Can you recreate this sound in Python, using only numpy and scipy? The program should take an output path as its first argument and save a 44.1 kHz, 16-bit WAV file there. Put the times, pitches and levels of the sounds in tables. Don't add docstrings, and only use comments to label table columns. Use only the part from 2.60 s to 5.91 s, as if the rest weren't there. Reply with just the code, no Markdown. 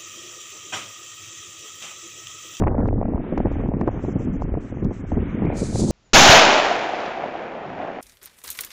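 import sys
import numpy as np
from scipy import signal
from scipy.fft import rfft, irfft, next_fast_len
from scipy.io import wavfile
from scipy.ndimage import uniform_filter1d

SR = 44100
rng = np.random.default_rng(int(sys.argv[2]) if len(sys.argv) > 2 else 0)


def wav_record(signal):
    frames = np.transpose(np.atleast_2d(signal))
    bounded = np.clip(frames, -1, 1)
    quanta = np.round(bounded * 32767).astype(np.int16)
    wavfile.write(sys.argv[1], SR, quanta)


def boost(x):
    u = np.asarray(x, float) / 20
    return 10 ** u


N = 145971

# time in seconds, flutter level in dB, rumble level in dB,
# brightness in dB per octave.
GUSTS = [(0, -26.5, -19.5, 3.5), (.28, -28.5, -27, 1), (.56, -27.5, -29.5, -1), (.66, -32, -38.5, -1.5),
         (.76, -29, -27.5, -0.5), (.96, -28, -28.5, -1.5), (1.15, -31.5, -31.5, -1), (1.32, -32, -29, 0.5),
         (1.52, -32, -31.5, -1.5), (1.95, -33.5, -25, -2), (2.06, -41, -41.5, -1.5), (2.26, -23, -25.5, -3),
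         (2.39, -42.5, -35, -1.5), (2.56, -27.5, -24, -1), (2.7, -33.5, -33.5, -4.5),
         (2.87, -22, -25.5, -2.5), (3.1, -31, -30, -2), (3.31, -23, -31, -2.5)]
# frequency in Hz, level in dB.
FLUTTER_COLOUR = [(41, -19.5), (70, -29), (135, -2.5), (183, -0.5), (273, -1.5), (732, -22.5), (1500, -35),
                  (1950, -40.5), (3300, -120)]
# frequency in Hz, level in dB.
RUMBLE_COLOUR = [(8.8, -40.5), (15, 2.5), (110, 2.5), (140, -11.5), (240, -120)]
# time in seconds, peak in dB, pitch in Hz.
LARGE_EDDIES = [(0.015, -8, 201), (0.056, -8.5, 127.2), (0.112, -23, 272), (0.184, -5.5, 208),
                (0.254, -17, 205), (0.276, -11.5, 393), (0.33, -9, 259), (0.381, -9.5, 173),
                (0.448, -10, 235), (0.482, -9.5, 253), (0.545, -5, 224), (0.593, -12, 223),
                (0.659, -34.5, 185), (0.724, -8.5, 185), (0.773, -11.5, 314), (0.801, -9.5, 205),
                (0.852, -3.5, 179), (0.91, -15.5, 253), (0.996, -12.5, 240), (1.048, -8.5, 214),
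                (1.085, -8, 187), (1.139, -8, 213), (1.159, -11.5, 180), (1.21, -8.5, 306),
                (1.23, -23.5, 230), (1.276, -3, 297), (1.366, -14.5, 129), (1.437, -9.5, 197),
                (1.48, -11, 270), (1.555, -9, 217), (1.595, -13.5, 128), (1.621, -16, 156),
                (1.671, -11, 350), (1.8, -16, 203.4), (1.84, -8.5, 148), (1.878, -12, 162),
                (1.94, -14.5, 183), (1.965, -12, 135), (2.042, -18.5, 198), (2.119, -17.5, 169),
                (2.165, -16, 129), (2.223, -11.5, 165), (2.25, -8.5, 175), (2.274, -27, 197),
                (2.311, -16, 166), (2.436, -18.5, 191), (2.513, -9.5, 176), (2.568, -9, 192),
                (2.619, -10.5, 186), (2.683, -16.5, 226), (2.744, -9, 218), (2.776, -11.5, 133),
                (2.821, -7.5, 248), (2.846, -12, 248), (2.97, -17, 153), (3.018, -6.5, 235),
                (3.145, -8, 129.6), (3.194, -9.5, 235), (3.218, -5.5, 224), (3.238, -6, 317),
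                (3.297, -9, 250)]
# time in seconds, peak in dB, pitch in Hz, snap relative to peak in dB.
SMALL_EDDIES = [(0.022, -15.5, 600, -17), (0.037, -20.5, 694, -3), (0.072, -15, 781, -17.5),
                (0.079, -18, 623, -3.5), (0.151, -22, 477, -14), (0.181, -20, 565, -16),
                (0.204, -25.5, 520, -6), (0.232, -21.5, 456, -22), (0.257, -25, 825, -46),
                (0.286, -20.5, 515, -6), (0.328, -23, 503, -16.5), (0.414, -18, 525, -29),
                (0.429, -23.5, 637, -14.5), (0.455, -24.5, 566, -13), (0.488, -25.5, 445, -27.5),
                (0.523, -32, 510, -15.5), (0.536, -24.5, 540, -32), (0.579, -30, 743, -27),
                (0.665, -33, 450, -20.5), (0.724, -28.5, 460, -15), (0.776, -21, 680, 0),
                (0.803, -15.5, 484, -24), (0.857, -15, 470, -22), (0.915, -27, 460, -25.5),
                (1.037, -24, 456, -18), (1.088, -28, 554, -40.5), (1.118, -23, 510, -25.5),
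                (1.137, -27, 560, -5.5), (1.213, -16, 710, -9), (1.233, -26, 450, -17),
                (1.276, -14, 490, -18), (1.481, -28.5, 432, -31), (1.56, -26, 430, -18),
                (1.805, -36, 456, -22), (1.821, -22, 690, -21), (1.94, -22.5, 420, -10.5),
                (1.973, -24, 430, -26), (2.124, -31.5, 426, -15), (2.25, -29, 470, -27),
                (2.312, -29, 454, -26.5), (2.519, -21, 533, -14.5), (2.573, -24, 498, -17.5),
                (2.821, -22, 435, -25), (2.85, -27.5, 573, -35), (2.869, -29, 570, -14),
                (2.902, -20, 513, -27), (2.927, -24.5, 519, -30), (2.956, -28, 450, -15),
                (3.02, -21, 435, -22), (3.157, -21.5, 527, -10), (3.195, -22.5, 414, -19),
                (3.238, -25.5, 470, -27)]
# time in seconds, peak in dB.
HOUSING_TICKS = [(0.265, -68), (0.2792, -56.5), (0.7789, -49), (0.9256, -73), (1.0885, -65), (1.2117, -51),
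                 (1.2766, -55), (1.822, -56.5), (2.247, -53.5), (2.5192, -52), (2.857, -60)]
# time in seconds, level in dB.
BLADE_SWISH = [(0, -65), (.55, -60), (.66, -53.5), (1.02, -50), (1.12, -62), (1.36, -53), (1.68, -55),
               (2.0, -57), (2.45, -56), (2.6, -50.5), (2.95, -49.5), (3.31, -59.5)]
# frequency in Hz, level in dB.
BLADE_COLOUR = [(240, -58.5), (400, -9), (1180, 5), (1270, 5), (1370, 4), (2240, 0.5), (4000, -18.5),
                (5200, -60.5), (8800, -120)]
# time in seconds, pitch in Hz, level in dB.
BLADE_WHISTLE = [
    (2.4, 1860, -110),
    (2.6, 1980, -68),
    (2.72, 2100, -53.5),
    (2.9, 2250, -45),
    (3.05, 2340, -53.5),
    (3.22, 2430, -53.5),
    (3.3, 2460, -73),
]
# start in seconds, length in seconds, level in dB.
HISS_SPELLS = [(0.91, 0.11, -68.5), (1.31, .11, -69), (1.422, 0.11, -62), (1.581, 0.083, -62.5),
               (1.724, 0.046, -65), (1.814, .03, -61), (2.004, 0.11, -67), (2.136, 0.22, -72),
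               (2.328, 0.084, -64.5), (2.467, 0.086, -66.5), (2.585, 0.23, -73.5)]
# frequency in Hz, level in dB.
GRASS_COLOUR = [(3000, -8), (4900, -7), (5960, 0), (7700, -3), (9800, -22), (16000, -26)]
# time in seconds, level in dB, sheen relative to the rustle in dB.
BRUSH_RUSTLE = [
    (2.91, -76.5, -47),
    (2.948, -57, -29),
    (2.975, -41.5, -23),
    (3.03, -40, -50),
    (3.13, -43, -50),
    (3.205, -32.5, -55),
    (3.225, -35.5, -52),
    (3.26, -41, -40),
    (3.31, -32, -28),
]
# frequency in Hz, level in dB.
BRUSH_COLOUR = [(1760, -42.5), (3000, -16), (3120, -17), (4100, -6), (5760, -7), (6190, -3), (7200, -4),
                (8800, -8.5), (11000, -20.5), (12000, -37), (16000, -49), (22000, -120)]
# frequency in Hz, level in dB.
SHEEN_COLOUR = [(9000, -26.5), (12000, -4), (14000, 0.5), (17000, -9)]
# frequency in Hz, threshold in dB per band.
GATE_THRESHOLDS = [(1700, -74), (2500, -71), (3300, -74), (3800, -71), (4400, -73.5), (6500, -77.5),
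                   (9000, -71), (12000, -81)]


def unit(x):
    return x / np.sqrt(np.mean(x ** 2))


def curve(table, column=1):
    table = np.array(table, float)
    return np.interp(np.arange(N) / SR, table[:, 0], table[:, column])


def colour(points, lo_hz=0, hi_hz=30000):
    size = next_fast_len(N)
    f = np.arange(size // 2 + 1) * SR / size + 1
    p = np.array(points, float)
    gain = boost(np.interp(np.log(f), np.log(p[:, 0]), p[:, 1]))
    gain = gain * (f > p[0, 0] / 2) * (f < p[-1, 0] * 2)
    edge = np.sqrt(1 / (1 + (f / hi_hz) ** 6) - 1 / (1 + (f / (lo_hz + 1e-9)) ** 6))
    return irfft(rfft(rng.standard_normal(size)) * gain * edge, size)[:N]


def walk(rate):
    hold = int(SR / rate)
    levels = np.repeat(rng.standard_normal(N // hold + 1), hold)[:N]
    return unit(uniform_filter1d(uniform_filter1d(levels, hold), hold))


def add_eddy(out, s, db, hz, cycles, phase):
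    width = max(cycles, .3) / hz / 2
    reach = int(3 * width * SR)
    k = np.arange(-reach, reach)
    i = np.clip(int((s + width) * SR) + k, 0, N - 1)
    bell = np.exp(-(k / SR / width) ** 2)
    out[i] += boost(db) * bell * np.cos(2 * np.pi * hz * k / SR + phase)


def random_phases(count):
    return rng.random(count) * 2 * np.pi


def wake():
    wake_db, wake_s = -13.5, 0.0094
    t, out = np.arange(N) / SR, np.zeros(N)
    for s, db, _ in LARGE_EDDIES:
        near = slice(max(int((s - .06) * SR), 0), int((s + .08) * SR))
        out[near] += boost(db + wake_db) * np.exp(-((t[near] - s - wake_s) / wake_s) ** 2)
    return out


def flutter():
    patch_db, crackle_db, flick_db = 2.5, 2.5, 3
    patch, crackle = walk(28), walk(110)
    slices = []
    for octave in np.arange(-1.5, 3):
        hz = 250 * 2 ** octave
        crackle_share = np.clip(.5 + 0.089 * octave, 0, 1.2)
        together = patch_db * patch + crackle_db * crackle * crackle_share
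        swing = unit(boost(together + flick_db * walk(min(hz / 6, 90))))
        tilt = boost(octave * curve(GUSTS, column=3))
        slices.append(colour(FLUTTER_COLOUR, hz / np.sqrt(2), hz * np.sqrt(2)) * swing * tilt)
    return unit(sum(slices)) * np.hypot(boost(curve(GUSTS)), wake())


def rumble():
    gust = boost(curve(GUSTS, column=2) + 2.0 * walk(9.5))
    return unit(colour(RUMBLE_COLOUR)) * np.hypot(gust, 0.69 * wake())


def spikes(count=580):
    level_db, spread_db, calm_db = 4, 3, -1.5
    lowest_hz, octaves = 220, 2.0
    out = np.zeros(N)
    gust = np.hypot(boost(curve(GUSTS) + calm_db), wake())
    bright = curve(GUSTS, column=3)
    for when, pitch, size, phase in rng.random((count, 4)):
        i = int(when * N)
        up = pitch * octaves
        db = level_db - spread_db * np.log(1 - .97 * size) + up * (bright[i] - 3.5)
        add_eddy(out, i / SR, db, lowest_hz * 2 ** up, 1.25, 2 * np.pi * phase)
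    return out * gust


def large_eddies():
    out = np.zeros(N)
    for (s, db, hz), phase in zip(LARGE_EDDIES, random_phases(len(LARGE_EDDIES))):
        add_eddy(out, s, db - 7.5, hz, 1.7, phase)
    return out


def small_eddies():
    small_db, snap_db, snap_hz, snap_delay_s = 9, -0.5, 1700, 0.0025
    out = np.zeros(N)
    for (s, db, hz, snap), phase in zip(SMALL_EDDIES, random_phases((len(SMALL_EDDIES), 2))):
        suck = np.pi + .3 * (phase[0] - np.pi)
        add_eddy(out, s, db + small_db, hz, .9, suck)
        add_eddy(out, s + snap_delay_s, db + snap + snap_db, snap_hz, 1.15, phase[1])
    return out


def housing_ticks():
    out = np.zeros(N)
    for (s, db), phase in zip(HOUSING_TICKS, random_phases(len(HOUSING_TICKS))):
        add_eddy(out, s, db + 15.5, 4750, 1.1, phase)
    return out


def turbine():
    swish = unit(colour(BLADE_COLOUR)) * boost(curve(BLADE_SWISH) + 4 + .7 * walk(9))
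    breath_hz = 600
    turn = 2 * np.pi * np.cumsum(curve(BLADE_WHISTLE)) / SR
    tone = np.sin(turn) * walk(breath_hz)
    tone = tone + boost(-12.5) * np.sin(turn / 2) * walk(breath_hz / 2)
    return swish + tone * boost(curve(BLADE_WHISTLE, column=2))


def grass():
    edge_s, bed_db = 0.014, -81.5
    t = np.arange(N) / SR
    level = boost(bed_db) * np.ones(N)
    for s, length, db in HISS_SPELLS:
        inside = np.minimum(t - s, s + length - t)
        level += boost(db) * np.clip(inside / edge_s + .5, 0, 1)
    return unit(colour(GRASS_COLOUR)) * level * boost(0.5 * walk(22))


def brush():
    level_db, grain_db = -0.75, 1.3
    sheen = unit(colour(SHEEN_COLOUR)) * boost(curve(BRUSH_RUSTLE, column=2))
    level = boost(curve(BRUSH_RUSTLE) + level_db + grain_db * walk(70))
    return (unit(colour(BRUSH_COLOUR)) + sheen) * level


def scene():
    port = flutter() + rumble() + spikes() + large_eddies() + small_eddies() + housing_ticks()
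    return (port + turbine() + grass() + brush())[None]


def limit(x):
    peak = .41
    return peak * np.tanh(x / peak)


def masking_gate(x):
    follows_loudness, band_hz, tick_opens_db, soft_db = 0.89, 290, 15.5, .5
    lead = 208
    f, t, z = signal.stft(np.r_[np.zeros(lead), x], SR, nperseg=2048, noverlap=1024)
    power = np.abs(z) ** 2 + 1e-18
    p = np.array(GATE_THRESHOLDS, float)
    loud = 10 * np.log10(power.sum(axis=0))
    follow = follows_loudness * (loud - np.median(loud))
    tick_s = np.array(HOUSING_TICKS)[:, 0]
    jolt = (np.abs(t[:, None] - tick_s) < 512 / SR).any(axis=1)
    band = (f / band_hz) ** .9 // 1
    for b in np.unique(band[f > p[0, 0]]):
        rows = band == b
        centre = f[rows].mean()
        edge = np.interp(np.log(centre), np.log(p[:, 0]), p[:, 1]) + follow
        edge = edge - tick_opens_db * jolt * (centre < 7800)
        level = 10 * np.log10(power[rows].sum(axis=0))
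        z[rows] *= np.clip((level - edge) / soft_db + .5, 0, 1)
    return signal.istft(z, SR, nperseg=2048, noverlap=1024)[1][lead:N + lead]


def low_pass(x):
    return signal.sosfilt(signal.butter(12, 15500, fs=SR, output="sos"), x)


def record(dry):
    mix = masking_gate(limit(dry[0]))[None]
    return low_pass(mix)


dry = scene()
out = record(dry)
wav_record(out)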